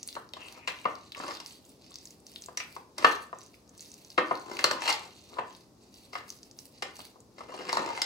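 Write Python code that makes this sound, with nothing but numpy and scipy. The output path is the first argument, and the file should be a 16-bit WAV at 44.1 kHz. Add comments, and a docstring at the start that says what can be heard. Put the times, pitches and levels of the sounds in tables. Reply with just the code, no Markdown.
"""A small, hard kitchen, with a stereo microphone close to a ceramic mug held on a stone worktop.
A metal spoon stirs thick batter: its knocks and stick-slip scrapes ring the mug and pop its hollow.
The batter smacks and crackles as sticky pockets burst, and swishes once as the spoon drags air through.
Near echoes and a short room tail answer, over the quiet hum of the kitchen."""
import sys
import numpy as np
from scipy import signal
from scipy.fft import rfft, irfft, next_fast_len
from scipy.io import wavfile

SR = 44100
rng = np.random.default_rng(int(sys.argv[2]) if len(sys.argv) > 2 else 0)


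def waveform_to_disk(signal):
    """Save audio, clipped to [-1, 1], as 16-bit WAV at the path in sys.argv[1]."""
    frames = np.transpose(np.atleast_2d(signal))
    scaled = np.clip(frames, -1, 1) * 32767
    samples = np.round(scaled).astype(np.int16)
    wavfile.write(sys.argv[1], SR, samples)


N = 355357

# The spoon meets the mug. Each row: start in seconds, thud level in dB, then thump, wall ring and clink
# in dB relative to the thud, contact time in ms, then the favoured thud, wall and clink pitches in Hz.
SPOON_KNOCKS = [(0.152, -45.5, 7, 9.5, 7, 1.7, 580, 2800, 4170),
                (.164, -27, -20, -47, -35, 4.4, 933, 1730, 4140),
                (0.335, -45, -1, -2, 11, 2, 986.8, 3100, 5140),
                (.366, -37, -11, -11, -8, 5.2, 1010, 3060, 4400),
                (.573, -45.5, -22, -37, -8, 3.1, 1050, 2340, 4190),
                (.674, -28, -14, 6.5, 1.5, 18.6, 1053, 2480, 4000),
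                (0.853, -15.5, -13, -11.5, -33, 5.1, 1023, 1400, 3840),
                (1.198, -30.5, -5, -9, -26.5, 13, 1060, 1440, 4560),
                (1.235, -28.5, -6, -15, -24, 3.627, 1100, 1480, 4540),
                (1.307, -30.5, -15, -2, -2, 3.2, 1190, 1631, 5110),
                (1.4, -37.5, -29.5, -1.5, 5, 5, 990, 2820, 4900),
                (1.91, -53.5, -23, -21, -15, 3.914, 1108, 1800, 4400),
                (2.483, -35.5, -10, -15, -30.5, 3, 1018, 1839, 5180),
                (2.572, -37.5, -15.5, 11, 16.5, 3.4, 1043, 2100, 5870),
                (2.6, -34.5, -34, 8.5, -1, 6, 1200, 2360, 5670),
                (2.764, -30.5, -11.5, -15, -12, 1.4, 1046, 1780, 5860),
                (2.981, -30.5, -21, -6, 5, 3.2, 800, 2135, 5500),
                (3.044, -6.5, -11, -1, -15.5, 7.3, 1112, 1796, 4450),
                (3.328, -28.5, -18, -14.5, -27, 1.4, 993, 1880, 3680),
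                (4.177, -10.5, -7.5, -5, -20, 31, 1110, 1797, 4300),
                (4.309, -17.5, -9, -13.5, -44.5, 7.7, 1030, 1760, 4100),
                (4.513, -34, 2.5, -6, -5, 3.7, 613, 2140, 5170),
                (4.589, -28.5, -6, 8, 1, 6.4, 1110, 2970, 3670),
                (4.641, -14, -14, -4, 6.5, 2.35, 1126, 2020, 4440),
                (4.71, -20, -16, -5.5, 0, 4.4, 1190, 2010, 4700),
                (4.876, -29, -25, 9.5, 6, 5.7, 980, 2800, 4400),
                (4.899, -26.5, -15, 5, 10, 12, 926, 2100, 4500),
                (4.926, -39, -14, 2, 22, 1.3, 840, 1970, 4500),
                (5.368, -36, -22, -25, -40, 9.8, 1030, 1800, 4000),
                (5.384, -18.5, -18, -10, -40, 6.3, 1020, 1400, 3890),
                (6.13, -37, -9, 1.5, -1, 11, 592, 2060, 5160),
                (6.152, -26, -41, -2.5, -12.5, 5.3, 1135, 2125, 5193),
                (6.822, -28.5, -6.5, 1.5, 1, 6.2, 803, 2254, 5436),
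                (6.99, -38, -7, -13, -7, 8.5, 604, 2872, 4700),
                (7.156, -48, -0.5, -27, -24, 3.7, 1049, 1790, 4375),
                (7.381, -41, -14, -3.5, -6, 6.2, 540, 2100, 5200),
                (7.405, -33.5, -18, -14, -22, 4.5, 1115, 2100, 4090),
                (7.521, -37, -14, -22, -10, 2.3, 1067, 1780, 4537),
                (7.493, -39.5, -5, -20, -20, 3, 640, 2100, 4600),
                (7.542, -33.5, -7, -16, -14, 2.3, 733, 1880, 4600),
                (7.606, -34.5, -1, -5, -16, 4.7, 704, 1710, 4750),
                (7.691, -28, -28, 2, -2, 7.4, 1134, 2010, 5120),
                (7.727, -20, -21, -18, -1, 3.2, 933, 2130, 4626),
                (7.769, -16.5, -31, -9.5, -5.5, 3.1, 931, 1870, 4230),
                (7.78, -27, -11, -2, -9, 3.4, 996, 1880, 4150),
                (7.792, -27, 3.5, -4, -12, 2.5, 960, 1874, 3980),
                (7.818, -43, 6, -9, 0, 3.8, 945, 1890, 4400),
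                (7.875, -29.5, -17, -10.5, -15, 2.875, 930, 2109, 4400),
                (7.9, -31, -9, -19, -15, 6.8, 934, 2100, 4460),
                (7.974, -30.5, -14, 1.5, -4, 3.4, 870, 2100, 4540),
                (8.017, -32, -5, 10, 17.5, 2.45, 840, 2060, 5010)]
# The spoon slides along the wall. Each row: start and length in seconds, growth over the length in dB,
# closing levels of thud, thump, wall ring, clink and hollow in dB, starting pitch of the hollow in Hz.
SPOON_SCRAPES = [(.365, 0.24, -4.5, -62.5, -67, -70, -69, -71, 1030),
                 (1.17, 0.13, 9.5, -42.5, -47.5, -50.5, -54, -50, 1155),
                 (2.995, 0.04, 2.5, -42, -42.5, -45, -68, -59, 979.1),
                 (4.46, 0.17, 3, -51, -49, -62, -57, -54, 1044),
                 (4.668, 0.12, -1, -50, -50, -67, -67, -45, 1070),
                 (4.8, 0.099, 11.5, -37, -48.5, -35, -40.5, -33, 938),
                 (4.97, 0.083, -2, -58.5, -58.5, -69, -57.5, -60, 857),
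                 (5.31, 0.084, 8, -53, -50, -66, -62, -68.5, 1047),
                 (6.132, 0.057, -2.5, -70, -61.5, -65, -59, -64, 1090),
                 (7.384, 0.054, -4, -66, -56.5, -67, -70, -69, 1107),
                 (7.49, 0.12, 7, -49, -47.5, -53.5, -59, -68, 1040),
                 (7.651, 0.063, 0, -53.5, -48.5, -50, -55, -49, 1097),
                 (7.745, 0.14, -4.5, -49.5, -49, -54, -54, -40.5, 968),
                 (7.9, 0.094, 3.5, -50, -58, -47, -55, -42.5, 927)]
# Mug and spoon, damped by batter and hand. Each row: pitch in Hz, gain in dB, t60 in seconds.
MUG_MODES = [(230, -7, 0.013), (356, 22.5, 0.032), (484.28, 3.5, 0.059), (629, -2, 0.049), (790, -3, 0.046),
             (980, 15, 0.0073), (1030, 2, 0.019), (1147, 6.5, 0.015), (1560, -17.5, 0.066),
             (1850, 3, 0.022), (2106, 10.5, 0.019), (2386, 6.5, 0.02), (2610, 4, 0.035), (2803, 6.5, 0.027),
             (3140, 0, 0.024), (4100, -15, 0.018), (4244, -11, 0.028), (4490, -10, 0.025),
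             (4630, -10.5, 0.011), (5135, 3, 0.0074), (5870, -2, 0.0067), (6795.8, -1.5, 0.0048),
             (7340, -3.5, 0.01), (9000, -10.5, 0.0026), (10580, -14.5, 0.0028)]
# The mode families thud, thump, wall ring and clink. Each row: lower and upper edge in Hz.
FAMILY_EDGES = [(500, 1400), (215, 500), (1400, 3500), (3500, 14000)]
# The three tones of the hollow's pop. Each row: ratio to the thud pitch, level in dB.
HOLLOW_TONES = [(.66, -7), (1.002, 1), (1.2, -6.5)]
# The batter lets go with a smack. Each row: start in seconds, level in dB, centre pitch in Hz.
BATTER_SMACKS = [(0.0301, -23.5, 6570), (0.0757, -22, 9800), (0.088, -25, 4180), (0.128, -30, 4440),
                 (0.29, -41.5, 4700), (0.336, -25.5, 3300), (0.4842, -34, 3040), (0.788, -37, 3120),
                 (.8447, -34, 2280), (0.954, -33.5, 4540), (1.1207, -26.5, 4440), (1.148, -28.5, 2365),
                 (1.3704, -29.5, 4250), (1.4615, -28.5, 4800), (1.652, -43, 7000), (1.6924, -41.5, 8200),
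                 (1.821, -44, 4900), (1.845, -54, 4480), (1.9077, -38, 7400), (1.919, -38, 4040),
                 (1.942, -32, 5570), (1.957, -26.5, 5750), (1.9862, -35, 5650), (2.055, -30, 6130),
                 (2.073, -36.5, 5630), (2.107, -36, 7700), (2.2022, -45, 8050), (2.2672, -32, 6300),
                 (2.338, -44, 5300), (2.36, -25.5, 4040), (2.4218, -29.5, 5660), (2.439, -33, 5630),
                 (2.461, -29.5, 6900), (3.387, -36.5, 6900), (3.4313, -39, 6170), (3.436, -40, 7130),
                 (3.4628, -39, 7480), (3.542, -45.5, 2101), (3.6773, -49, 4890), (3.693, -40, 7100),
                 (3.7781, -35.5, 7400), (3.795, -36, 5140), (3.807, -29.5, 7060), (3.813, -41.5, 4800),
                 (3.82, -37.5, 7420), (3.855, -42, 5070), (3.9172, -33, 6675), (3.9409, -34, 7000),
                 (4.048, -36.5, 5500), (4.103, -32, 4700), (4.1178, -38, 4430), (4.354, -29.5, 4650),
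                 (4.374, -36, 4370), (4.569, -27, 2840), (5.3402, -39, 4160), (5.55, -36, 4760),
                 (5.942, -39, 4730), (5.9595, -45.5, 4430), (6.186, -37, 4060), (6.265, -53, 2776),
                 (6.2925, -34, 6093), (6.3031, -23.5, 5500), (6.324, -38, 4800), (6.3887, -43.5, 5670),
                 (6.4312, -33, 5690), (6.5124, -36.5, 6060), (6.589, -27.5, 6320), (6.967, -37.5, 5450),
                 (7.004, -34.5, 3680), (7.069, -47, 4930), (7.204, -39, 7800)]
# Each fold of the batter crackles wetly. Each row: start and length in seconds, level in dB,
# pocket pitch in Hz, level of the treble fizz in dB.
BATTER_FOLDS = [(0, 0.021, -61, 7140, -81), (0.079, .07, -59, 4270, -58),
                (0.431, 0.089, -59.5, 4750, -65.5), (0.701, 0.22, -60, 4180, -68.5),
                (0.998, 0.09, -63, 4460, -83), (1.19, 0.16, -51.5, 5250, -65),
                (1.459, 0.074, -56, 4700, -62), (1.646, 0.078, -69, 5600, -68),
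                (1.838, 0.18, -64, 5300, -82), (2.037, 0.077, -64, 5800, -64.5),
                (2.279, 0.18, -63, 5430, -63.5), (2.59, 0.17, -62, 5150, -64),
                (3.039, 0.081, -48, 4245, -58), (3.198, 0.027, -59.5, 4660, -63),
                (3.377, 0.086, -64, 6200, -75), (3.526, 0.037, -68, 5000, -69.5),
                (3.798, .08, -58, 6980, -61.5), (3.92, 0.21, -64.5, 4525, -67.5),
                (4.204, 0.22, -59, 4580, -70), (4.547, 0.18, -51, 4650, -59.5),
                (4.843, 0.073, -42.5, 4440, -58), (5.031, .3, -61, 4500, -72),
                (5.481, 0.096, -62.5, 5030, -71.5), (5.821, 0.033, -65.5, 4900, -77),
                (5.951, 0.09, -63, 4630, -68.5), (6.143, 0.036, -63.5, 4800, -66),
                (6.289, 0.05893, -61.5, 5380, -60.5), (6.426, 0.05, -67, 5170, -71),
                (6.587, .08, -66.5, 5850, -62.5), (6.756, .14, -63, 5080, -81.5),
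                (6.966, 0.085, -58, 4770, -61.5), (7.371, .06, -67, 4680, -82.5),
                (7.555, 0.086, -55, 5420, -78), (7.695, 0.12, -54.5, 4337, -67),
                (7.939, 0.072, -51.5, 4980, -73)]
# The colour of the crackle. Each row: frequency in Hz, gain in dB.
CRACKLE_SPECTRUM = [(1180, -21.5), (2000, -5), (2730, -0.5), (3270, -7), (3700, 1), (5990, 1), (10000, -21),
                    (13000, -23), (22000, -120)]
# The course of the falling swish. Each row: time in seconds, level in dB, pitch in Hz.
SWISH_PATH = [(0.369, -66, 2940), (.42, -47.5, 2740), (.52, -68.5, 2500), (.67, -53.5, 2450)]
# Direct sound at the microphone. Each row: frequency in Hz, lag of right behind left in radians.
RIGHT_LAG = [(100, 1), (500, 0.07), (1100, 1.4), (2200, 6), (4000, 5.2), (16000, 9.7)]
# The colour of the near echoes. Each row: frequency in Hz, gain in dB.
ECHO_SPECTRUM = [(200, -18), (700, -13.5), (1300, -2), (2500, 0.5), (6000, 0.5), (16000, 3.5)]
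# The room's decay. Each row: frequency in Hz, t60 in seconds before the tail's extra damping.
ROOM_DECAY = [(150, 0.46), (500, 0.45), (1200, 0.49), (2500, 0.47), (5000, 0.27), (12000, 0.15)]
# The diffuse field at the microphone. Each row: frequency in Hz, left-right likeness from 0 to 1.
STEREO_LIKENESS = [(60, 0.82), (300, 0.96), (640, 0.65), (1400, 0.13), (16000, 0.078)]
# The colour of the kitchen's hum. Each row: frequency in Hz, relative level in dB.
HUM_SPECTRUM = [(20, -39.5), (40, -52), (65, 9), (100, -10), (250, -3.5), (450, -9), (700, -14.5),
                (1100, -19.5), (1700, -30), (3000, -33), (5000, -24.5), (8000, -31.5), (16000, -39.5)]


def knocks():
    """The spoon chatters briefly on the mug. Returns the ring of the wall and the pop of the hollow."""
    rise_ms, slump_ms = 2, 16.4
    pop_ms, pop_sag_hz_per_s = 12.7, 6800
    bump_hz, bump_db, bump_t60 = 125, -31.5, .15  # the worktop takes the blow
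    wall, hollow = np.zeros((2, N))
    t = np.arange(4000) / SR
    ms = 1000 * t
    stilling = np.exp(-(ms / slump_ms) ** 2)  # the batter slumps back and stills the wall
    for start, thud_db, thump_db, wall_db, clink_db, contact_ms, *spot_hz in SPOON_KNOCKS:
        age = ms / max(contact_ms, .5)
        force = flatten(rng.standard_normal(len(t)) * np.exp(-age), share=0.84)
        force *= np.minimum(ms / rise_ms + 0.13, 1) * np.exp(-(age / 3.9) ** 2)
        # each spot on the mug favours the modes near its three pitches
        spot_db = lambda hz: 12 * np.exp(-(np.log(hz / np.array(spot_hz)) / 0.054) ** 2).max()
        for edges_hz, db in zip(FAMILY_EDGES, (0, thump_db, wall_db, clink_db)):
            dulling = np.exp(-age * edges_hz[0] / 61000)  # higher families are driven more briefly
            ring = mug_ring(force * dulling, edges_hz, spot_db)
            add(wall, start, gain_of(thud_db + db) * ring / abs(ring).max() * stilling)
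        cycles = np.cumsum(spot_hz[0] - pop_sag_hz_per_s * (ms - pop_ms / 2) / 1000) / SR
        tones = sum(gain_of(db) * np.sin(2 * np.pi * (ratio * cycles + rng.random()))
                    for ratio, db in HOLLOW_TONES)
        pop = 0.3132 * tones * np.minimum(ms / 2.6, 1) * np.exp(-(ms / pop_ms) ** 4)
        pop_db = thud_db - 0.27 * np.clip(wall_db + 5.5, -14, 14)  # a duller contact pops more
        bump = gain_of(thud_db + bump_db - 60 * t / bump_t60) * np.sin(2 * np.pi * bump_hz * t)
        add(hollow, start, gain_of(pop_db) * pop + bump)
    return wall, hollow


def scrapes():
    """The spoon edge sticks and slips over the glaze: clumps of clicks ring the mug and its hollow."""
    sag_hz_per_s = 300
    out = np.zeros(N)
    for start, length, growth_db, *levels_db, start_hz in SPOON_SCRAPES:
        t = np.arange(start - .05, start + length + .15, 1 / SR)
        slips_db = 5.5 * unit_rms(mode(rng.standard_normal(len(t)), hz=60.4, t60=0.04))
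        clicks = grit(len(t), per_s=2500, spread_db=3.5)
        force = clicks * gain_of(np.clip(slips_db, -14, 8))
        rings = [mug_ring(force, edges, lambda hz: 2.1 * rng.standard_normal()) for edges in FAMILY_EDGES]
        hollow_hz = start_hz - sag_hz_per_s * (t - start)
        rings.append(gliding_mode(gliding_mode(clicks, hollow_hz, t60=0.045), hollow_hz, t60=0.015))
        sound = sum(gain_of(db) * unit_rms(ring) for db, ring in zip(levels_db, rings))
        ramp_db = growth_db * (np.clip((t - start) / length, 0, 1) - 1)
        fade_db = swell_db(t, start, length, rise_db_per_s=897, fall_db_per_s=306)
        add(out, t[0], sound * gain_of(ramp_db + fade_db))
    return out


def mug_ring(force, edges_hz, spot_db):
    """A force rings one family of modes; spot_db(Hz) says how well the struck spot reaches each."""
    low, high = edges_hz
    ring = sum(gain_of(db + spot_db(hz)) * mode(force, hz, t60)
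               for hz, db, t60 in MUG_MODES if low <= hz < high)
    # a small body radiates little outside its modes
    return butter(ring, 4, (0.81 * low, 1.44 * high), "band")


def smacks():
    """Four sticky pockets burst almost together, each a few dying cycles, with a broad snap on top."""
    spacing_s, detune, decay_cycles, snap_db = 0.0025, 0.16, 1.4, -20.5
    out, t = np.zeros(N), np.arange(600) / SR
    for (start, db, centre_hz), pockets in zip(BATTER_SMACKS, rng.random((len(BATTER_SMACKS), 4, 2))):
        for k, (jitter, pitch) in enumerate(pockets):
            hz = centre_hz * (1 + detune * (2 * pitch - 1))
            envelope = np.exp(-t * hz / decay_cycles) * (1 - np.exp(-t * hz / 0.51))
            pocket = np.sin(2 * np.pi * hz * t) * envelope
            delay = max(k - jitter, 0) * spacing_s
            add(out, start + delay, gain_of(db - 7.2 * k) * pocket / abs(pocket).max())
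        snap = np.diff(rng.standard_normal(len(t) + 1)) * np.exp(-t / 0.0011)
        add(out, start, gain_of(db + snap_db) * snap)
    return out


def crackle():
    """Countless tiny pockets pop in clumps as the batter folds; the loudest fold leads their pitch."""
    t, steps = np.arange(N) / SR, np.arange(0, N / SR, .004)
    start, length, db, hz, fizz_db = np.transpose(BATTER_FOLDS)[:, :, None]
    power = gain_of(db + swell_db(steps, start, length, rise_db_per_s=280, fall_db_per_s=199)) ** 2
    fizz_swell_db = swell_db(steps, start, length, rise_db_per_s=298.5, fall_db_per_s=198)
    fizz_power = gain_of(fizz_db + fizz_swell_db) ** 2
    level = np.interp(t, steps, np.sqrt(power.sum(0)))
    fizz_level = np.interp(t, steps, np.sqrt(fizz_power.sum(0)))
    pocket_hz = np.interp(t, steps, (power * hz).sum(0) / power.sum(0))
    pops = grit(N, per_s=900, spread_db=4.8) + 0.45 * rng.standard_normal(N)
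    clumps = unit_rms(mode(rng.standard_normal(N), hz=29.83, t60=0.07))
    pops *= gain_of(3 * np.clip(clumps, -2, 2))
    size = next_fast_len(N)
    colour = gain_of(curve_at(CRACKLE_SPECTRUM, np.fft.rfftfreq(size, 1 / SR)))
    broad = irfft(rfft(pops, size) * colour, size)[:N]
    pockets = unit_rms(broad) + 0.5 * unit_rms(gliding_mode(broad, pocket_hz, t60=0.004))
    fizz = butter(pops, 2, (7500, 15500), "band")
    return (unit_rms(pockets) + gain_of(-4) * ticks()) * level + unit_rms(fizz) * fizz_level


def ticks(per_s=190, low_hz=3000, high_hz=10000, decay_cycles=1.25):
    """Small sticky pockets of many sizes snap at random, each a few cycles at its own pitch."""
    out, t = np.zeros(N), np.arange(200) / SR
    for when, rank, pitch in rng.random((int(per_s * N / SR), 3)):
        hz = low_hz * (high_hz / low_hz) ** pitch
        pocket = np.sin(2 * np.pi * hz * t) * (t * hz) * np.exp(-t * hz / decay_cycles)
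        strength = gain_of(-4 * np.log(rank + .015)) * np.sqrt(hz / SR)
        add(out, when * N / SR, strength * pocket)
    return unit_rms(out)


def swish():
    """The spoon drags air through the batter: noise in a pocket whose pitch falls."""
    times, db, hz = np.transpose(SWISH_PATH)
    out, t = np.zeros(N), np.arange(times[0], times[-1], 1 / SR)
    pocket_hz = np.interp(t, times, hz)
    air = gliding_mode(rng.standard_normal(len(t)), pocket_hz, t60=0.0041)
    air = gliding_mode(air, pocket_hz, t60=0.0034)
    envelope = gain_of(np.interp(t, times, db)) * signal.windows.tukey(len(t), .2)
    add(out, times[0], unit_rms(air) * envelope)
    return out


def kitchen(direct, into_room, count=3):
    """The near echoes stay put; the room crossfades steadily between tails, so no pitch keeps ringing."""
    turn = np.pi * 2.3 * np.arange(N) / SR
    nears, tails = zip(*[(near_echoes(), room_tail()) for _ in range(count)])
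    out = signal.oaconvolve(direct, nears[0], axes=1)[:, :N]
    for k, tail in enumerate(tails):
        share = np.sqrt(2 / count) * np.cos(turn + np.pi * k / count)
        out += signal.oaconvolve(into_room * share, tail, axes=1)[:, :N]
    return out


def near_echoes():
    """The short way to the microphone: direct sound and a dense spray off mug, worktop and hob."""
    spray = diffuse_noise(lambda hz, t: 1, frames=36, size=256)[:, 256:2304]
    t, hz = np.arange(spray.shape[1]) / SR, np.fft.rfftfreq(spray.shape[1], 1 / SR)
    spray = flatten(spray * np.exp(-t / 0.00082), share=1)
    spray /= np.linalg.norm(spray, axis=1, keepdims=True)
    direct = np.exp(-1j * np.array([0 * hz, curve_at(RIGHT_LAG, hz)]))
    spectrum = direct + rfft(spray) * gain_of(curve_at(ECHO_SPECTRUM, hz))
    near = flatten(irfft(spectrum), share=0.79)
    near[:, 1024:] = 0
    return near / np.linalg.norm(near, axis=1, keepdims=True)


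def room_tail(build_s=0.002, damping_db_per_s=30):
    """Reflections from farther off build up quickly and die away, the treble first."""
    tail = diffuse_noise(lambda hz, t: gain_of(-60 * t / curve_at(ROOM_DECAY, hz)), frames=500, size=256)
    t = np.arange(tail.shape[1]) / SR
    tail = flatten(tail, share=0.2) * gain_of(-damping_db_per_s * t)
    tail *= 1 - np.exp(-t / build_s)
    return tail / np.linalg.norm(tail[0])


def hum():
    """The steady low hush of the kitchen, all round the microphone."""
    hush = diffuse_noise(lambda hz, t: gain_of(curve_at(HUM_SPECTRUM, hz)), N // 256 + 5, size=1024)
    return gain_of(-59) * unit_rms(hush[:, :N])


def diffuse_noise(colour, frames, size):
    """Two-channel noise, alike in the bass and unlike in the treble; colour maps (Hz, s) to gain."""
    hz, t = np.fft.rfftfreq(size, 1 / SR)[:, None], np.arange(frames) * size / 4 / SR
    a, b, c, d = rng.standard_normal((4, len(hz), frames))
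    likeness = np.clip(curve_at(STEREO_LIKENESS, hz), 0, 1)
    left = a + 1j * b
    right = likeness * left + np.sqrt(1 - likeness ** 2) * (c + 1j * d)
    return signal.istft(np.array([left, right]) * colour(hz, t), nperseg=size, noverlap=size * 3 // 4)[1]


def mode(x, hz, t60):
    """A mode of fixed pitch, driven by x."""
    decay, turn = np.exp(-np.log(1000) / (t60 * SR)), 2 * np.pi * hz / SR
    return signal.lfilter([0, decay * np.sin(turn)], [1, -2 * decay * np.cos(turn), decay ** 2], x)


def gliding_mode(x, hz, t60):
    """A mode driven by x, its pitch following the curve hz."""
    turn = np.exp(2j * np.pi * np.cumsum(hz) / SR)
    decay = np.exp(-np.log(1000) / (t60 * SR))
    return (turn * signal.lfilter([1], [1, -decay], x / turn)).imag


def grit(count, per_s, spread_db):
    """Sparse clicks of random sign, a few of them large."""
    chance, side, rank = rng.random((3, count))
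    return (chance < per_s / SR) * np.sign(side - .5) * gain_of(-spread_db * np.log(rank + 0.0018))


def swell_db(t, start, length, rise_db_per_s, fall_db_per_s):
    """Rises to 0 dB, holds for the length, then falls."""
    return -rise_db_per_s * np.maximum(start - t, 0) - fall_db_per_s * np.maximum(t - start - length, 0)


def flatten(x, share):
    """Keeps the phase of x but evens out a share of the peaks and dips in its spectrum."""
    spectrum = rfft(x)
    return irfft(spectrum / (abs(spectrum) + 1e-9) ** share, x.shape[-1])


def butter(x, order, hz, kind):
    """Filters x with a flat passband."""
    return signal.sosfilt(signal.butter(order, hz, kind, fs=SR, output="sos"), x)


def curve_at(points, hz):
    """Reads a table on a log-frequency axis."""
    points_hz, values = np.transpose(points)
    return np.interp(np.log(hz + 1), np.log(points_hz + 1), values)


def add(mix, start, sound):
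    """Mixes a sound in at start seconds."""
    part = mix[round(start * SR):][:len(sound)]
    part += sound[:len(part)]


def gain_of(db):
    """Decibels to amplitude."""
    return 10 ** (np.asarray(db) / 20)


def unit_rms(x):
    """Scales to rms 1."""
    return x / np.sqrt(np.mean(x ** 2) + 1e-20)


def scene():
    """The wall sounds all round; hollow and batter face the microphone, shielded by mug and hand."""
    wall, hollow = knocks()
    mug = (wall + scrapes())[None]
    smacking = smacks()
    batter = swish() + crackle() * gain_of([[-1.5], [1.5]])  # the crackle sits a little to the right
    direct = gain_of(1) * (mug + hollow + batter + smacking)
    into_room = gain_of(-4) * mug + gain_of(-14.5) * hollow + gain_of(-5) * batter + gain_of(-8) * smacking
    return kitchen(direct, into_room) + hum()


def record(dry):
    """The microphone's low cut; a slight pan left, and slightly right in the treble; the band limit."""
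    low_cut = butter(dry, 3, 52, "high")
    treble = butter(low_cut, 2, (3000, 10000), "band")
    panned = low_cut * gain_of([[.7], [-.7]]) + treble * np.array([[-.1], [.1]])
    band_limit = signal.firwin(511, 15900, window=("kaiser", 9), fs=SR)
    return signal.oaconvolve(panned, band_limit[None], "same")


dry = scene()
out = record(dry)
waveform_to_disk(out)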